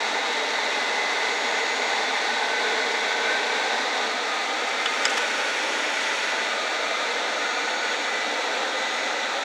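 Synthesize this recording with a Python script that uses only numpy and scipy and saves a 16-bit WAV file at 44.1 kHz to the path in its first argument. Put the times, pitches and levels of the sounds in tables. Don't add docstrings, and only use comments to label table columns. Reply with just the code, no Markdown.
import sys
import numpy as np
from scipy import signal
from scipy.fft import rfft, irfft
from scipy.io import wavfile

SR = 44100
rng = np.random.default_rng(int(sys.argv[2]) if len(sys.argv) > 2 else 0)


def pcm_store(signal):
    levels = np.round(np.clip(np.atleast_2d(signal), -1, 1) * 32767)
    wavfile.write(sys.argv[1], SR, levels.astype(np.int16).T)


N = 416304
TIME = np.arange(N) / SR
MAINS_HZ = 60

# t/s, stepped back from the hearth/0-1, facing the dryer/0-1
MIC_PATH = [(0, 0.17, 0), (1.5, 0, 0.04), (3.8, 0, 0), (4.2, 0.55, 0), (4.7, 1, 0.3), (5.1, 0.65, 0.85),
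            (6.2, 0.72, 0.84), (6.6, 0.83, 0.2), (9.44, 0.96, 0.1)]
# f/Hz, level/dB
DRAUGHT_SPECTRUM = [(45, -73), (100, -45.5), (150, -50), (192, -26), (224, -12), (420, -6.5), (900, -0.5),
                    (2200, -6), (4000, -7), (7000, -20), (8500, -28), (11500, -39.5), (13500, -55),
                    (15500, -48)]
# f/Hz, half width/Hz, gain close/dB, gain stepped back/dB
FORGE_PEAKS = [(285.6, 21, 1, 4.5), (359.6, 16, -13, -5), (537, 20, -5, 1.5), (592, 15, 2, 0),
               (732, 38, -1.5, 3.5), (1153, 190, -4, -6.5), (1124, 31, -1, -1.5), (1346, 45, -2, 6.5),
               (1845, 76, 4.5, 2.5), (2173, 77, 5, 1.5), (3080, 270, -5.5, -5.5), (3480, 180, 3, 2.5),
               (4920, 396, -4.5, -7.5), (9800, 420, -5.5, -11)]
# f/Hz, half width/Hz, gain/dB
DRYER_PEAKS = [(385, 18, 6), (570, 23, 2.5), (724, 33, -9.5), (1415, 67, 0.5), (2800, 39, 0),
               (3960, 260, -5.5)]
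# t/s, f/Hz, gain/dB
PIPE_LOW = [(0, 1470, 3.5), (2.1, 1485, 6), (2.4, 1517, 10.5), (2.72, 1512, 14), (2.92, 1490, 6.5),
            (3.3, 1520, 14.5), (3.75, 1530, 8.5), (4.25, 1480, 4), (4.9, 1480, 3.5), (5.3, 1475, 11),
            (5.8, 1470, 4.5), (6.4, 1476, 10), (7.0, 1490, 3), (7.5, 1460, 11.5), (7.9, 1490, 12.5),
            (8.25, 1520, 6.5), (9.44, 1510, 4)]
PIPE_MID = [(0, 2080, 3), (0.6, 2055, 5.5), (1.25, 2060, 10.5), (1.9, 2050, 7.5), (2.5, 2020, 5.5),
            (3.3, 2066, 6), (4.1, 2020, 2), (4.9, 2090, 11), (5.5, 2050, -9), (6.5, 2040, -4),
            (7.2, 2090, 9.5), (7.7, 2060, 5), (8.6, 2020, -5), (9.2, 2050, 7), (9.44, 2060, -4)]
PIPE_HIGH = [(0, 2330, -2), (2.7, 2320, 1.5), (3.25, 2330, 8), (3.8, 2340, 1), (4.7, 2300, 5.5),
             (5.4, 2350, 3), (5.95, 2350, 5), (6.3, 2390, 7), (6.5, 2340, 2), (6.75, 2320, 9),
             (7.3, 2350, 6), (8.3, 2330, 6), (9.44, 2340, 1)]
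FIREBOX_NOTE = [(0, 820, 4), (1.0, 845, 2), (1.7, 800, 2.5), (2.3, 825, 7), (2.9, 830, 2), (3.45, 804, 4.5),
                (4.1, 785, 3), (4.6, 760, 5.5), (5.2, 760, 2.5), (6.1, 685, 2), (6.8, 640, 6.5),
                (7.3, 640, 5), (7.8, 774, 1.5), (8.4, 755, 1), (9.44, 764, 1)]
DISTANT_NOTE = [(0, 1230, 4.5), (3.6, 1240, 1.5), (4.15, 1227, 11.5), (4.5, 1235, 10.5), (4.9, 1250, 13),
                (5.4, 1210, 3.5), (6.25, 1200, 0), (6.6, 1230, 12), (7.3, 1235, 9), (8.2, 1235, 8.5),
                (9.44, 1225, 8.5)]
TROUGH_NOTE = [(0, 450, 4), (1.1, 460, 5.5), (1.65, 448, 8.5), (2.1, 460, 3.5), (2.6, 438, 7),
               (3.7, 470, 7.5), (4.4, 477, 3), (5.3, 488, 7.5), (6.0, 500, 1.5), (6.9, 480, 6),
               (7.6, 489, 6), (8.2, 490, 6), (9.44, 524, 6.5)]
# t/s, level/dB
BLADE_LEVELS = [(0, -40.5), (1.1, -35.5), (1.5, -39.5), (1.95, -41.5), (4.1, -42.5), (4.9, -46),
                (5.45, -45), (5.9, -38.5), (6.4, -38.5), (6.8, -45.5), (7.8, -46), (8.15, -36),
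                (8.55, -44.5), (8.9, -37.5), (9.2, -41), (9.44, -53)]
HUM_LEVELS = [(0, -38), (1.2, -43), (2.2, -39.5), (3.2, -44), (4.6, -46), (5.3, -41), (6.2, -41),
              (6.8, -46), (7.7, -40), (8.2, -44.5), (9.44, -43)]
WHINE_LEVELS = [(0, -46), (0.9, -47), (1.9, -44.5), (3.2, -50), (4.8, -46), (5.8, -50), (6.5, -45),
                (7.2, -49), (7.85, -42.5), (8.5, -50), (9.44, -62)]
# multiple of the turning rate, level/dB
SHAFT_TONES = [(15, -51), (16, -55), (17, -46.5), (18, -55), (19, -57), (21, -61), (22, -59), (23, -63),
               (24, -63), (25, -57), (26, -60), (27, -62)]
# t/s, length/s, level/dB
COMMUTATOR_WHISTLES = [(1.15, 0.95, -45.5), (5.45, 1.1, -48), (7.266, 0.96, -46.5), (8.62, 0.63, -47)]
# f/Hz, level/dB
INTAKE_SPECTRUM = [(150, -56), (1800, 4), (2580, 11), (2800, 6), (3200, 7.5), (3900, -20), (4900, -6),
                   (5550, 3.5), (6200, -9), (7000, -14), (8400, -10.5), (9200, -14), (10300, -13.5),
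                   (11300, -22), (12000, -32), (15500, -46)]
# t/s, level/dB, contact/s, low cut/Hz, high cut/Hz, relative snap/dB, share of crunch/0-1
BLOWS = [(4.8577, -15, .002, 500, 6500, -20, .65), (4.859, -13, 0.0012, 2900, 3930, -32, 0.3),
         (5.034, -33, .001, 1000, 9000, -3, .5), (5.0529, -6, 0.00098, 500, 9500, -22, 0.19),
         (5.0592, -14.5, 0.0022, 500, 6000, -24, .45), (5.098, -25, .002, 2000, 9000, -6, .6),
         (5.1703, -14.5, 0.0065, 600, 6500, -17, .75), (5.1785, -16, 0.0035, 1200, 8000, -5, .6)]
# f/Hz, level/dB, t60/s
RING_MODES = [(818, -7, 0.14), (1470, 5.5, 0.018), (1990, 5, .035), (2300, 1, 0.03), (3036, 3, 0.035),
              (3410, 3, 0.031), (3510, -4, 0.03), (4400, -6, .02), (5000, 2, 0.023), (5045, -1, .03),
              (5430, -2, 0.048), (6650, 3.5, 0.017), (7370, 6.5, 0.018), (7840, -10, 0.035),
              (9680, -14, .025)]
# f/Hz, level/dB
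CRUNCH_SPECTRUM = [(200, -22), (900, 4), (1800, 3), (3200, -1), (4300, -8), (7500, -7), (9500, -20),
                   (15000, -30)]
SNAP_SPECTRUM = [(500, -8), (3000, -3), (7000, 9), (11000, 0), (15000, -26)]
TICK_SPECTRUM = [(300, -50), (1500, -4), (3200, -3), (5500, 0), (7600, 3), (9500, -15), (12000, -19),
                 (15000, -32)]


def undb(db):
    return 10 ** (np.asarray(db) / 20)


def unit_rms(x):
    return x / np.sqrt(np.mean(x ** 2))


def unit_peak(x):
    return x / np.abs(x).max()


def curves(table, t):
    times, *columns = np.transpose(table)
    return [np.interp(t, times, column) for column in columns]


def spectrum_db(spectrum, hz):
    f, db = np.transpose(spectrum)
    return np.interp(np.log(hz + 1), np.log(f), db)


def tint(x, spectrum):
    hz = np.fft.rfftfreq(len(x), 1 / SR)
    return irfft(rfft(x) * undb(spectrum_db(spectrum, hz)), len(x))


def bell(x, centre, width):
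    return np.exp(-.5 * ((x - centre) / width) ** 2)


def wander(rate_hz, steps_per_s=200, size=2048):
    hz = np.fft.rfftfreq(size, 1 / steps_per_s)
    slow = irfft(rfft(rng.standard_normal(size)) * bell(hz, 0, rate_hz), size)
    return np.interp(TIME, np.arange(size) / steps_per_s, unit_rms(slow))


def mic_level_db(close_db, back_db, facing_db):
    back, facing = curves(MIC_PATH, TIME)
    return close_db + back * back_db + facing * facing_db


def wall_echoes(hz, t, count=6, lag_range_s=(.006, .028), drift_s=.0003):
    echo = np.interp(hz, [400, 2500], [.11, .18])
    response = 1
    for lag in rng.uniform(*lag_range_s, count):
        moving_lag = lag + drift_s * np.interp(t, TIME, wander(0.64))
        response = response + echo * np.exp(-2j * np.pi * hz * moving_lag)
    return np.abs(response) / np.sqrt(1 + count * echo ** 2)


def resonances_db(hz, t):
    back, facing = curves(MIC_PATH, t)
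    db = 0
    for track, width_hz in ((PIPE_LOW, 34), (PIPE_MID, 27), (PIPE_HIGH, 31),
                            (FIREBOX_NOTE, 45), (DISTANT_NOTE, 31), (TROUGH_NOTE, 35.5)):
        centre_hz, gain_db = curves(track, t)
        db += bell(hz, centre_hz, width_hz) * gain_db
    for centre_hz, width_hz, close_db, far_db in FORGE_PEAKS:
        db += bell(hz, centre_hz, width_hz) * (close_db + back * (far_db - close_db))
    for centre_hz, width_hz, gain_db in DRYER_PEAKS:
        db += bell(hz, centre_hz, width_hz) * facing * gain_db
    return db


def draught(split_hz=1100, flutter_db=0.55, shimmer_db=0.36, frame=2048):
    overlap = frame - frame // 4
    hz, t, noise = signal.stft(rng.standard_normal(N), SR, nperseg=frame, noverlap=overlap)
    hz = hz[:, None]
    rush = noise * wall_echoes(hz, t) * undb(spectrum_db(DRAUGHT_SPECTRUM, hz) + resonances_db(hz, t))
    low_share = 1 / (1 + (hz / split_hz) ** 8)
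    roar = signal.istft(rush * low_share, SR, noverlap=overlap)[1][:N]
    jet = signal.istft(rush * (1 - low_share), SR, noverlap=overlap)[1][:N]
    roar_db = mic_level_db(close_db=-29.5, back_db=-3, facing_db=-0.05) + flutter_db * wander(1.5)
    jet_db = mic_level_db(close_db=-27.5, back_db=-1.12, facing_db=2) + shimmer_db * wander(15)
    return unit_rms(roar) * undb(roar_db) + unit_rms(jet) * undb(jet_db)


def shaft_angle(turns_per_s=224.15, sag_turns_per_s=2, sag_start_s=4.9, sag_length_s=1.1):
    wobble, drift, ripple_rad = .0003, .0005, .04
    speed = turns_per_s - sag_turns_per_s * np.clip((TIME - sag_start_s) / sag_length_s, 0, 1)
    speed *= 1 + wobble * wander(7.2) + drift * wander(1)
    return 2 * np.pi * np.cumsum(speed) / SR + ripple_rad * np.sin(2 * np.pi * MAINS_HZ * TIME)


def motor(blades=9, segments=30, hum_order=4, whine_order=20, blade_gain_db=1.5, roughness=0.33):
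    buffet_hz, fading_db = 35, 1.5
    angle = shaft_angle()
    blade_db = curves(BLADE_LEVELS, TIME)[0] + blade_gain_db
    buffeting = 1 + roughness * (wander(buffet_hz) + 1j * wander(buffet_hz))
    blade_tone = undb(blade_db) * np.imag(buffeting * np.exp(1j * blades * angle))
    tones = [(hum_order, curves(HUM_LEVELS, TIME)[0]),
             (whine_order, curves(WHINE_LEVELS, TIME)[0]),
             (segments, commutator_db())]
    shaft_db = mic_level_db(close_db=1.5, back_db=-1, facing_db=-3.5)
    tones += [(order, db + shaft_db + fading_db * wander(0.68)) for order, db in SHAFT_TONES]
    whine = sum(undb(db) * np.sin(order * angle + 2 * np.pi * rng.random()) for order, db in tones)
    return np.sqrt(2) * (blade_tone + whine)


def commutator_db(rest_db=-55.5, fade_s=.2):
    level_db = rest_db
    for start_s, length_s, held_db in COMMUTATOR_WHISTLES:
        swell = np.clip(np.minimum(TIME - start_s, start_s + length_s - TIME) / fade_s, 0, 1)
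        level_db += swell * (held_db - rest_db)
    return level_db


def noise_bursts(impulses, decay_s, spectrum):
    envelope = signal.lfilter([1], [1, -np.exp(-1 / (decay_s * SR))], impulses + 1e-18)
    return unit_rms(tint(envelope * rng.standard_normal(N), spectrum))


def charcoal(per_second=55, level_db=-51, decay_s=0.002):
    # f/Hz, level/dB
    spectrum = [(100, -70), (600, -24), (2000, -21), (4500, 2), (8000, -9.5), (10000, -23), (15000, -38)]
    pops = rng.random(N) < per_second / SR
    return noise_bursts(pops, decay_s, spectrum) * undb(level_db)


def intake(level_db=-35, throb=0.09):
    _, facing = curves(MIC_PATH, TIME)
    hiss = unit_rms(tint(rng.standard_normal(N), INTAKE_SPECTRUM))
    pulsing = 1 + throb * np.sin(2 * np.pi * MAINS_HZ * TIME)
    return hiss * facing * pulsing * undb(level_db)


def knocks(grit=0.16, snap_s=0.00083, crunch_s=0.0018):
    t = TIME[:SR // 5]
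    modes = sum(undb(db) * np.sin(2 * np.pi * hz * t) * undb(-60 * t / t60) for hz, db, t60 in RING_MODES)
    track = np.zeros(N)
    for start_s, level_db, contact_s, low_cut_hz, high_cut_hz, snap_db, crunch_share in BLOWS:
        contact = rng.standard_normal(len(t)) * np.exp(-t / contact_s)
        force = grit * contact / np.linalg.norm(contact)
        force[0] += 1
        ring = signal.fftconvolve(force, modes)[:len(t)]
        crunch = tint(rng.standard_normal(len(t)), CRUNCH_SPECTRUM) * np.exp(-t / (contact_s + crunch_s))
        body = (1 - crunch_share) * unit_peak(ring) + crunch_share * unit_peak(crunch)
        band = signal.butter(2, [low_cut_hz, high_cut_hz], "band", fs=SR, output="sos")
        body = signal.sosfilt(band, body)
        body *= 1 - np.exp(-2 * t / contact_s)
        snap = tint(rng.standard_normal(len(t)), SNAP_SPECTRUM) * np.exp(-t / snap_s)
        start = int(start_s * SR)
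        track[start:start + len(t)] += undb(level_db) * (unit_peak(body) + undb(snap_db) * unit_peak(snap))
    return signal.sosfilt(signal.butter(2, 250, "high", fs=SR, output="sos"), track)


def rattle(per_second=70, level_db=-60.5, decay_s=0.0024, middle_s=5.12, half_length_s=.14):
    ticks = (rng.random(N) < per_second / SR) * rng.uniform(0.45, 1, N)
    spell = bell(TIME, middle_s, half_length_s)
    return noise_bursts(ticks * spell, decay_s, TICK_SPECTRUM) * undb(level_db)


def scene():
    return np.tile(draught() + motor() + charcoal() + intake() + knocks() + rattle(), (2, 1))


def record(dry, fade_s=.006, low_cut_hz=65, high_cut_hz=15750):
    faded = dry * np.clip(np.minimum(TIME, TIME[-1] - TIME) / fade_s, 0, 1)
    thinned = signal.sosfilt(signal.butter(2, low_cut_hz, "high", fs=SR, output="sos"), faded)
    return signal.sosfilt(signal.ellip(10, .1, 80, high_cut_hz, fs=SR, output="sos"), thinned)


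dry = scene()
out = record(dry)
pcm_store(out)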